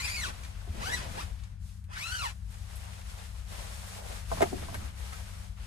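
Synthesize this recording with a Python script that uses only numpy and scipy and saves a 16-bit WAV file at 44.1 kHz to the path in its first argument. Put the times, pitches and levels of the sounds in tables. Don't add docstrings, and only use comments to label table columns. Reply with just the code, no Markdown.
import sys
import numpy as np
from scipy import signal
from scipy.fft import rfft, irfft, next_fast_len
from scipy.io import wavfile
from scipy.ndimage import uniform_filter1d

SR = 44100
rng = np.random.default_rng(int(sys.argv[2]) if len(sys.argv) > 2 else 0)


def master(y):
    cut = np.clip(np.atleast_2d(y).T, -1, 1)
    pcm = np.round(cut * 32767)
    wavfile.write(sys.argv[1], SR, pcm.astype(np.int16))


N = 249606
TIME = np.arange(N) / SR

# start_s, peak_db (dB before the cabin), lowest_hz, highest_hz, flutter_t60_s
FLAPS = [(0.674, -42, 150, 900, 0.15), (1.172, -32.5, 526, 1600, 0.059), (4.316, -21.5, 560, 1230, 0.054),
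         (4.322, -28.5, 540, 796, 0.066), (4.372, -30, 490, 1600, 0.24), (4.407, -15.5, 410, 1200, 0.053),
         (4.419, -12.5, 395, 1500, 0.04), (4.424, -11, 385, 2570, 0.045), (4.434, -22, 383, 900, 0.054),
         (4.457, -33, 610, 900, 0.093), (4.521, -36, 180, 510, 0.049), (4.529, -27, 240, 520, 0.11),
         (4.564, -38, 280, 520, 0.1), (4.626, -37, 480, 1300, 0.067), (4.685, -32.5, 670, 1050, 0.074),
         (4.726, -38, 460, 900, 0.06), (4.744, -26, 800, 2010, 0.026), (4.749, -25, 500, 2410, 0.03),
         (5.125, -35.5, 1040, 2180, 0.2)]
# pitch_hz, density_db (dB per Hz)
ZIP_COLOUR = [(20, -66), (150, -13.5), (400, -10.5), (700, -7.5), (1000, -1), (1400, 0), (2200, 0),
              (3100, -2), (4200, -3.5), (7000, -5), (10000, -9), (13500, -19.5)]
# pitch_hz, density_db (dB per Hz)
RUMBLE_COLOUR = [(18, -54), (30, -8.5), (42, 3.5), (62, 9), (85, -1), (120, -13), (170, -15), (215, -26.5),
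                 (270, -46), (500, -59), (1500, -39.5), (12000, -80)]
# time_s, tooth_rate_hz (teeth per second)
FIRST_PULL = [(0, 1990), (.035, 2390), (.055, 2520), (.072, 2540), (.078, 2120), (.088, 2060), (.097, 2300),
              (.128, 2310), (.145, 2440), (.162, 2370), (.172, 2170), (.2, 2200), (.22, 2020), (.236, 1810),
              (.25, 1470), (.265, 1290), (.29, 920), (.33, 250)]
SECOND_PULL = [(.72, 200), (.78, 420), (.825, 970), (.853, 1370), (.89, 1640), (.915, 1760), (.927, 1950),
               (.952, 1940), (.975, 1600), (.99, 1150), (1.02, 980), (1.06, 620), (1.1, 300)]
SHORT_TUG = [(1.11, 300), (1.17, 780), (1.195, 950), (1.212, 1300), (1.24, 600), (1.28, 300)]
LAST_PULL = [(1.875, 150), (1.91, 440), (1.935, 660), (1.975, 770), (2.01, 1120), (2.05, 1320),
             (2.08, 1340), (2.115, 1480), (2.15, 1530), (2.185, 1490), (2.21, 1350), (2.235, 1170),
             (2.255, 980), (2.272, 880), (2.295, 800), (2.33, 250)]


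def undb(db):
    return 10 ** (np.asarray(db) / 20)


def unit(x):
    return x / np.sqrt(np.mean(x ** 2) + 1e-20)


def curves(table):
    s, *columns = np.transpose(table)
    return [np.interp(TIME, s, c) for c in columns]


def outline(points, size):
    hz, db = np.transpose(points)
    grid = np.maximum(np.fft.rfftfreq(size, 1 / SR), 1)
    return undb(np.interp(np.log(grid), np.log(hz), db))


def colour(x, points, size=8192):
    cepstrum = irfft(np.log(outline(points, size)))
    cepstrum[1:size // 2] *= 2
    cepstrum[size // 2 + 1:] = 0
    response = irfft(np.exp(rfft(cepstrum)))
    return signal.fftconvolve(x, response)[:len(x)]


def weigh(x, points):
    size = next_fast_len(N + N // 20)
    return irfft(rfft(x, size) * outline(points, size), size)[:N]


def resonate(x, modes):
    return sum(undb(db) * signal.lfilter(*signal.iirpeak(hz, hz / width, SR), x)
               for hz, width, db in modes)


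def noise(size=N):
    return rng.standard_normal(size)


def walk(rate):
    k = max(int(SR / rate), 1)
    steps = np.repeat(noise(size=N // k + 2), k)
    return unit(uniform_filter1d(steps, k)[:N])


def fade(t60, size=8192):
    return undb(-60 * TIME[:size] / t60)


def swell(start, length, attack, t60):
    age = TIME - start
    return np.clip(age / attack, 0, 1) * undb(-60 * np.maximum(age - length, 0) / t60)


def grains(rate, spread_db):
    sizes = undb(spread_db * np.minimum(rng.exponential(size=N), 5))
    return unit((rng.random(N) < rate / SR) * sizes * np.sign(noise()))


def add(track, s, sound, db):
    part = track[int(s * SR):][:len(sound)]
    part += undb(db) * sound[:len(part)] / np.abs(sound).max()


def pan(left_db):
    return undb(np.array([[left_db], [-left_db]]) / 2)


def low_end(rumble_db=-43, draught_db=-1, apart_db=-13, left_db=7.5, waver=0.00672):
    # (central, dB rms)
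    hum_partials = [(96.0, -50), (191, -62.5)]
    # start_s, length_s, level_db (before draught_db), left_over_right_db
    gust_moves = [(0, 0.46, -52.5, 1), (0.668, 0.51, -44.5, 6.5), (4.3, 0.23, -41, 3.5),
                  (4.575, 0.26, -44, -5.5)]
    # pitch_hz, density_db (dB per Hz)
    draught_colour = [(20, 2), (45, -3), (80, 7), (120, 0.5), (200, -5), (350, -15.5), (800, -41.5)]
    hum = 0
    for hz, db in hum_partials:
        cycles = np.cumsum(hz * (1 + waver * walk(5))) / SR
        hum = hum + undb(db + walk(4.23)) * np.sqrt(2) * np.sin(2 * np.pi * cycles)
    rumble = undb(rumble_db) * unit(colour(noise(), RUMBLE_COLOUR))
    gusts = sum(undb(db) * pan(lean_db) * swell(s, length, attack=0.041, t60=0.58)
                for s, length, db, lean_db in gust_moves)
    draught = gusts * undb(draught_db) * unit(colour(noise(), draught_colour))
    apart = np.array([unit(colour(noise(), RUMBLE_COLOUR)) for _ in range(2)])
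    return (hum + rumble) * pan(left_db) + draught + undb(rumble_db + apart_db) * apart


def wash(x, wet_db, t60, change_hz, count=7, size=4096):
    echoes = np.zeros(N)
    place = TIME * change_hz
    for k in range(count):
        away = np.minimum(np.abs((place - k + count / 2) % count - count / 2), 1)
        pattern = noise(size=size) * fade(t60, size=size)
        pattern = pattern / np.linalg.norm(pattern)
        echoes += signal.oaconvolve(x * np.cos(away * np.pi / 2), pattern)[:N]
    return (x + undb(wet_db) * echoes) / np.hypot(1, undb(wet_db))


def boom(size=8192, order=8, boom_db=-1, reach_hz=400):
    # pitch_hz, width_hz and gain_db of each pass
    boom_modes = [(250, 65, -5.5), (382, 58, 1), (705, 45, -2)]
    out = np.zeros(N)
    ring = resonate(resonate(signal.unit_impulse(size), boom_modes), boom_modes)
    for s, db, low_hz, _, _ in FLAPS:
        out_of_reach_db = 20 * np.log10(1 + (low_hz / reach_hz) ** order)
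        add(out, s, ring, db + boom_db - out_of_reach_db)
    return out


def microphones(mid, side):
    # pitch_hz, gain_db
    width = [(60, 12.5), (200, 13), (370, -4.5), (680, 5), (1250, 0), (2300, 0.5), (4200, -1), (6300, 0.5),
             (8200, -27.5), (10000, -28), (12000, 4.5), (14000, 10.5)]
    # pitch_hz, left_over_right_db
    lean = [(60, 2), (200, 14), (370, 2), (680, -0.5), (1250, 0.5), (2300, 4), (4200, 3.5), (7800, 0),
            (14000, -0.5)]
    quarter_off = signal.hilbert(side, next_fast_len(N)).imag[:N]
    side = weigh(quarter_off, width)
    ears = [weigh(mid + ear * side, [(hz, ear * db / 2) for hz, db in lean]) for ear in (1, -1)]
    return np.array(ears) / np.sqrt(2)


def puffs(length=0.028, size=4096):
    # start_s, peak_db, pitch_hz
    fold_drops = [(0.694, -30, 70), (4.769, -28, 80)]
    out, age = np.zeros(N), TIME[:size]
    for s, db, hz in fold_drops:
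        pressure = np.sin(np.pi * np.minimum(age / length, 1))
        add(out, s, pressure * np.sin(2 * np.pi * hz * age), db)
    return out


def drags(attack=0.027, t60=0.1, catch_rate=500, spread=1.0):
    # start_s, length_s, level_db, centre_hz
    seat_scrapes = [(0.244, 0.055, -51, 413), (0.717, 0.12, -53, 400), (0.86, 0.084, -46, 526),
                    (0.965, 0.055, -47, 1810), (0.996, 0.086, -48.5, 530), (1.13, 0.041, -48, 503),
                    (1.253, 0.044, -55.5, 550), (1.93, 0.067, -49, 1560), (2.264, 0.032, -67, 754),
                    (2.815, 0.081, -57, 920), (3.138, 0.075, -57.5, 685), (3.498, 0.22, -57.5, 580),
                    (3.952, 0.11, -51.5, 610), (4.083, 0.046, -47, 556), (4.6, 0.027, -49, 380)]
    out = np.zeros(N)
    for s, length, db, hz in seat_scrapes:
        panel = [(hz, hz * min(spread, 1), 0)]
        scrape = unit(resonate(resonate(grains(catch_rate, 1.56), panel), panel))
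        out += undb(db) * swell(s, length, attack, t60) * scrape
    return out


def handling():
    # start_s, length_s, rub_level_db, hiss_over_rub_db
    hand_moves = [(0, 0.48, -50, -4.5), (0.504, 0.32, -54, -4), (0.695, 0.39, -48, -6),
                  (1.044, .19, -48, -3), (1.305, 0.16, -59, -4.5), (1.583, 0.12, -63, 5),
                  (1.904, 0.42, -59, 1), (2.38, .15, -64, -0.5), (2.45, 0.21, -56, -1),
                  (2.632, 0.36, -51.5, -2.5), (3.02, 0.23, -51, -1.5), (3.28, .3, -56, -2),
                  (3.45, 0.22, -47, -2.5), (3.647, 0.33, -48, 0), (4.012, 0.18, -46.5, -2),
                  (4.25, 0.25, -44.5, -1), (4.51, 0.34, -47.5, -3), (4.925, .27, -49, -1.5),
                  (5.185, 0.26, -54, -1.5), (5.544, 0.22, -52, -4)]
    rub = hiss = undb(-93) ** 2
    for start, length, db, fine_db in hand_moves:
        move = undb(db) * swell(start, length, attack=0.079, t60=0.65)
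        rub = rub + move ** 2
        hiss = hiss + (move * undb(fine_db)) ** 2
    return np.sqrt([rub, hiss]) * undb(0.7 * walk(22))


def scuffs(hz):
    power = signal.fftconvolve(grains(18, 1.5) ** 2, fade(0.05, size=2048))[:N]
    folds = np.sqrt(np.abs(power))
    return unit(resonate(noise() * folds, [(hz, hz / 2, 0)]))


def rustle(rub_db=-2.5, hiss_db=-1, flicker_db=0.26, scuff_db=-11):
    # pitch_hz, density_db (dB per Hz)
    rub_colour = [(120, -2), (300, -8.5), (450, 2), (600, 3), (850, 3.5), (1150, 3), (2000, 1.5),
                  (3500, -2), (6000, -8), (12000, -31)]
    # pitch_hz, density_db (dB per Hz)
    hiss_colour = [(1500, -20), (3500, 0), (5500, 1), (8500, 3.5), (11000, 0), (13500, -8.5)]
    rubbing, hissing = handling()
    rub, hiss = [], []
    for _ in range(2):
        folds = sum(scuffs(hz) for hz in (750, 1400, 2700))
        rub.append(unit(colour(grains(7000, 1.34), rub_colour)) + undb(scuff_db) * folds)
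        hiss.append(unit(colour(grains(22000, 2.65), hiss_colour)))
    flicker = undb(hiss_db + flicker_db * walk(90))
    return np.array(rub) * rubbing * undb(rub_db) + np.array(hiss) * hissing * flicker


def creases(t60=0.07, size=8192):
    # start_s, peak_db
    crease_pops = [(0.434, -37), (0.448, -38), (1.436, -43), (1.84, -51), (2.541, -42.5), (3.18, -43),
                   (4.406, -31), (4.418, -23), (4.425, -29.5), (4.743, -31), (5.13, -36)]
    out = np.zeros(N)
    for s, db in crease_pops:
        add(out, s, colour(noise(size=size) * fade(t60), ZIP_COLOUR), db)
    return out


def flaps(flutter=0.16, size=8192):
    # pitch_hz, density_db (dB per Hz)
    flap_colour = [(80, -81), (170, -7), (260, 1.5), (400, -4), (550, -4), (750, -8.5), (1200, -6.5),
                   (2200, -8), (4000, -22), (12000, 4)]
    # pitch_hz, width_hz, gain_db
    cabin_modes = [(353, 78, 5.5), (450, 35, 0), (670, 170, -0.5), (1820, 40, -35)]
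    out = np.zeros(N)
    for s, db, low_hz, high_hz, t60 in FLAPS:
        push = flutter * noise(size=size) * fade(t60)
        push[0] += 2
        band = signal.butter(2, [low_hz, high_hz], "band", fs=SR, output="sos")
        push = signal.sosfilt(band, colour(push, flap_colour))
        add(out, s, push + resonate(push, cabin_modes), db)
    return out


def pull_tab(chatter=0.24, chatter_t60=0.14, size=8192):
    # start_s, peak_db
    tab_ticks = [(1.84, -58), (2.507, -50), (2.757, -39.5), (2.808, -53), (4.743, -35)]
    # pitch_hz, width_hz and gain_db of each pass
    tab_modes = [(5000, 400, -12), (8200, 380, 3), (8700, 630, 0), (10500, 600, 3), (11500, 520, 3)]
    out = np.zeros(N)
    for s, db in tab_ticks:
        contact = chatter * noise(size=size) * fade(chatter_t60)
        contact[0] += 2
        add(out, s, resonate(resonate(contact, tab_modes), tab_modes), db)
    return out


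def pulling(speed, full_db, taut_s, taut_length, accent_db, snagging, quiet_hz):
    quiet_power, catch_hz, max_snag = 5.05, 518, 3
    taut_snag_db, slack_snag_db = -3, 6
    hz, = curves(speed)
    past = (TIME - taut_s) / taut_length
    taut, slack = np.exp(-past ** 2), np.clip(past - .5, 0, 1)
    db = full_db + accent_db * taut - 10 * np.log10(1 + (quiet_hz / hz) ** quiet_power)
    snag = snagging * (1 + (catch_hz / hz) ** 2) * undb(taut_snag_db * taut + slack_snag_db * slack)
    return hz, db, np.minimum(snag, max_snag), slack


def teeth(phase, snag, limp, loose):
    jitter, knock_lag, knock_share = .017, .43, .8
    tooth = np.arange(1, int(phase[-1]))
    parts = tooth + jitter * np.interp(tooth, phase, snag) * noise(size=len(tooth))
    at = np.interp(np.concatenate([parts, parts + knock_lag]), phase, np.arange(N))
    strength = 1 + limp * (-1) ** tooth
    knocks = strength * knock_share * np.interp(tooth, phase, loose)
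    strength = np.concatenate([strength, knocks])
    taps = at.astype(int)[:, None] + np.arange(-4, 6)
    offset = taps - at[:, None]
    shape = np.sinc(offset) * np.sinc(offset / 5)
    return np.bincount(np.clip(taps, 0, N - 1).ravel(), (strength[:, None] * shape).ravel(), N)


def soften(sound, hz, bright_hz=1510, edge_hz=1100):
    dull = signal.lfilter(*signal.butter(1, edge_hz, fs=SR), sound)
    return dull + (sound - dull) * np.minimum(hz / bright_hz, 1)


def whine(phase, limp, loose, half_db=4, loose_octave_db=6):
    multiples_db = [0.5, -4.5, -8.5, -12, -15]
    flare_db, flare_rate = 3, 220
    patch_db, patch_rate = 4, 55
    sway, sway_rate = .78, 450
    gains = undb(multiples_db)
    partials = [(.5, limp * undb(half_db)),
                (1, gains[0] * (1 - loose)),
                (2, gains[1] * undb(loose_octave_db * loose))]
    partials += list(enumerate(gains[2:], 3))
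    out = 0
    for k, gain in partials:
        swing = undb(flare_db * walk(flare_rate) + patch_db * np.tanh(walk(patch_rate)))
        out = out + gain * swing * np.cos(2 * np.pi * k * phase + sway * walk(sway_rate))
    return out


def stroke(pull, scrape_db=-8, judder_db=1.5, wobble=.02, stretch_s=.03):
    speed, *effort, limp, stretched_s, whine_db, quiet_hz = pull
    hz, db, snag, slack = pulling(speed, *effort, quiet_hz)
    start, end = speed[0][0], speed[-1][0]
    phase = np.cumsum(hz * np.exp(wobble * snag * walk(450))) / SR
    loose = np.clip((stretched_s - TIME) / stretch_s, 0, 1)
    clicks = teeth(phase, snag, limp, loose) / np.sqrt(hz / SR)
    scrape = noise() * unit(np.exp(-(phase % 1)))
    rasp = soften(colour(clicks + undb(scrape_db) * scrape * snag, ZIP_COLOUR), hz)
    rasp = rasp / np.sqrt(uniform_filter1d(rasp ** 2, size=2000))
    tape = undb(whine_db) * whine(phase, limp, loose) * (1 - slack) / np.sqrt(snag)
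    moving = np.clip(np.minimum(TIME - start, end - TIME) / 0.00043, 0, 1)
    return np.array([rasp, tape]) * moving * undb(db + judder_db * walk(70))


def scene():
    # speed_curve (time_s, tooth_rate_hz), full_speed_level_db (before accent and cabin),
    # tautest_s, taut_length_s, taut_accent_db, snagging (before speed and tautness: 1 smooth, 3 ragged),
    # tooth_difference (share between the tapes), stretched_s (tape no longer loose),
    # whine_over_rasp_db (before the whine's own levels), quiet_below_hz (teeth per second)
    zip_pulls = [(FIRST_PULL, -37, .226, 0.075, 0.5, 1.6, 0.014, 0, -3, 1080),
                 (SECOND_PULL, -38.5, 0.941, 0.015, 6, 1.2, 0.29, 0.76, -2, 1080),
                 (SHORT_TUG, -42, 1.19, 0.038, 1.5, 1.48, 0.12, 1.17, -0.5, 890),
                 (LAST_PULL, -39, 2.252, 0.032, 3.9, 1.116, 0.046, 2.065, -2.5, 873)]
    snap_trims = [-1.5, -1]
    tape_trims = [-1.5, 0]
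    # pitch_hz, gain_db
    zip_side_lift = [(450, -0.5), (800, 2), (1500, 1.5), (2500, 0)]

    cloth = rustle()
    clicks, snaps = creases() + pull_tab(), flaps()
    for channel, trim_db in enumerate(snap_trims):
        cloth[channel] += wash(clicks, wet_db=-6.5, t60=0.053, change_hz=1.0, count=2) + drags()
        cloth[channel] += undb(trim_db) * wash(snaps, wet_db=-1.5, t60=0.068, change_hz=0.96, count=2)
    mid, side = cloth

    rasp, tape = sum(stroke(pull) for pull in zip_pulls)
    zip_mid, zip_side = (wash(rasp, wet_db=7.0, t60=0.062, change_hz=22.05, count=5) + undb(db) * tape
                         for db in tape_trims)
    pair = microphones(mid + zip_mid + boom(), side + weigh(zip_side, zip_side_lift))
    return pair + low_end() + puffs()


def record(dry):
    return signal.sosfilt(signal.ellip(8, .2, 70, 13900, fs=SR, output="sos"), dry)


dry = scene()
out = record(dry)
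master(out)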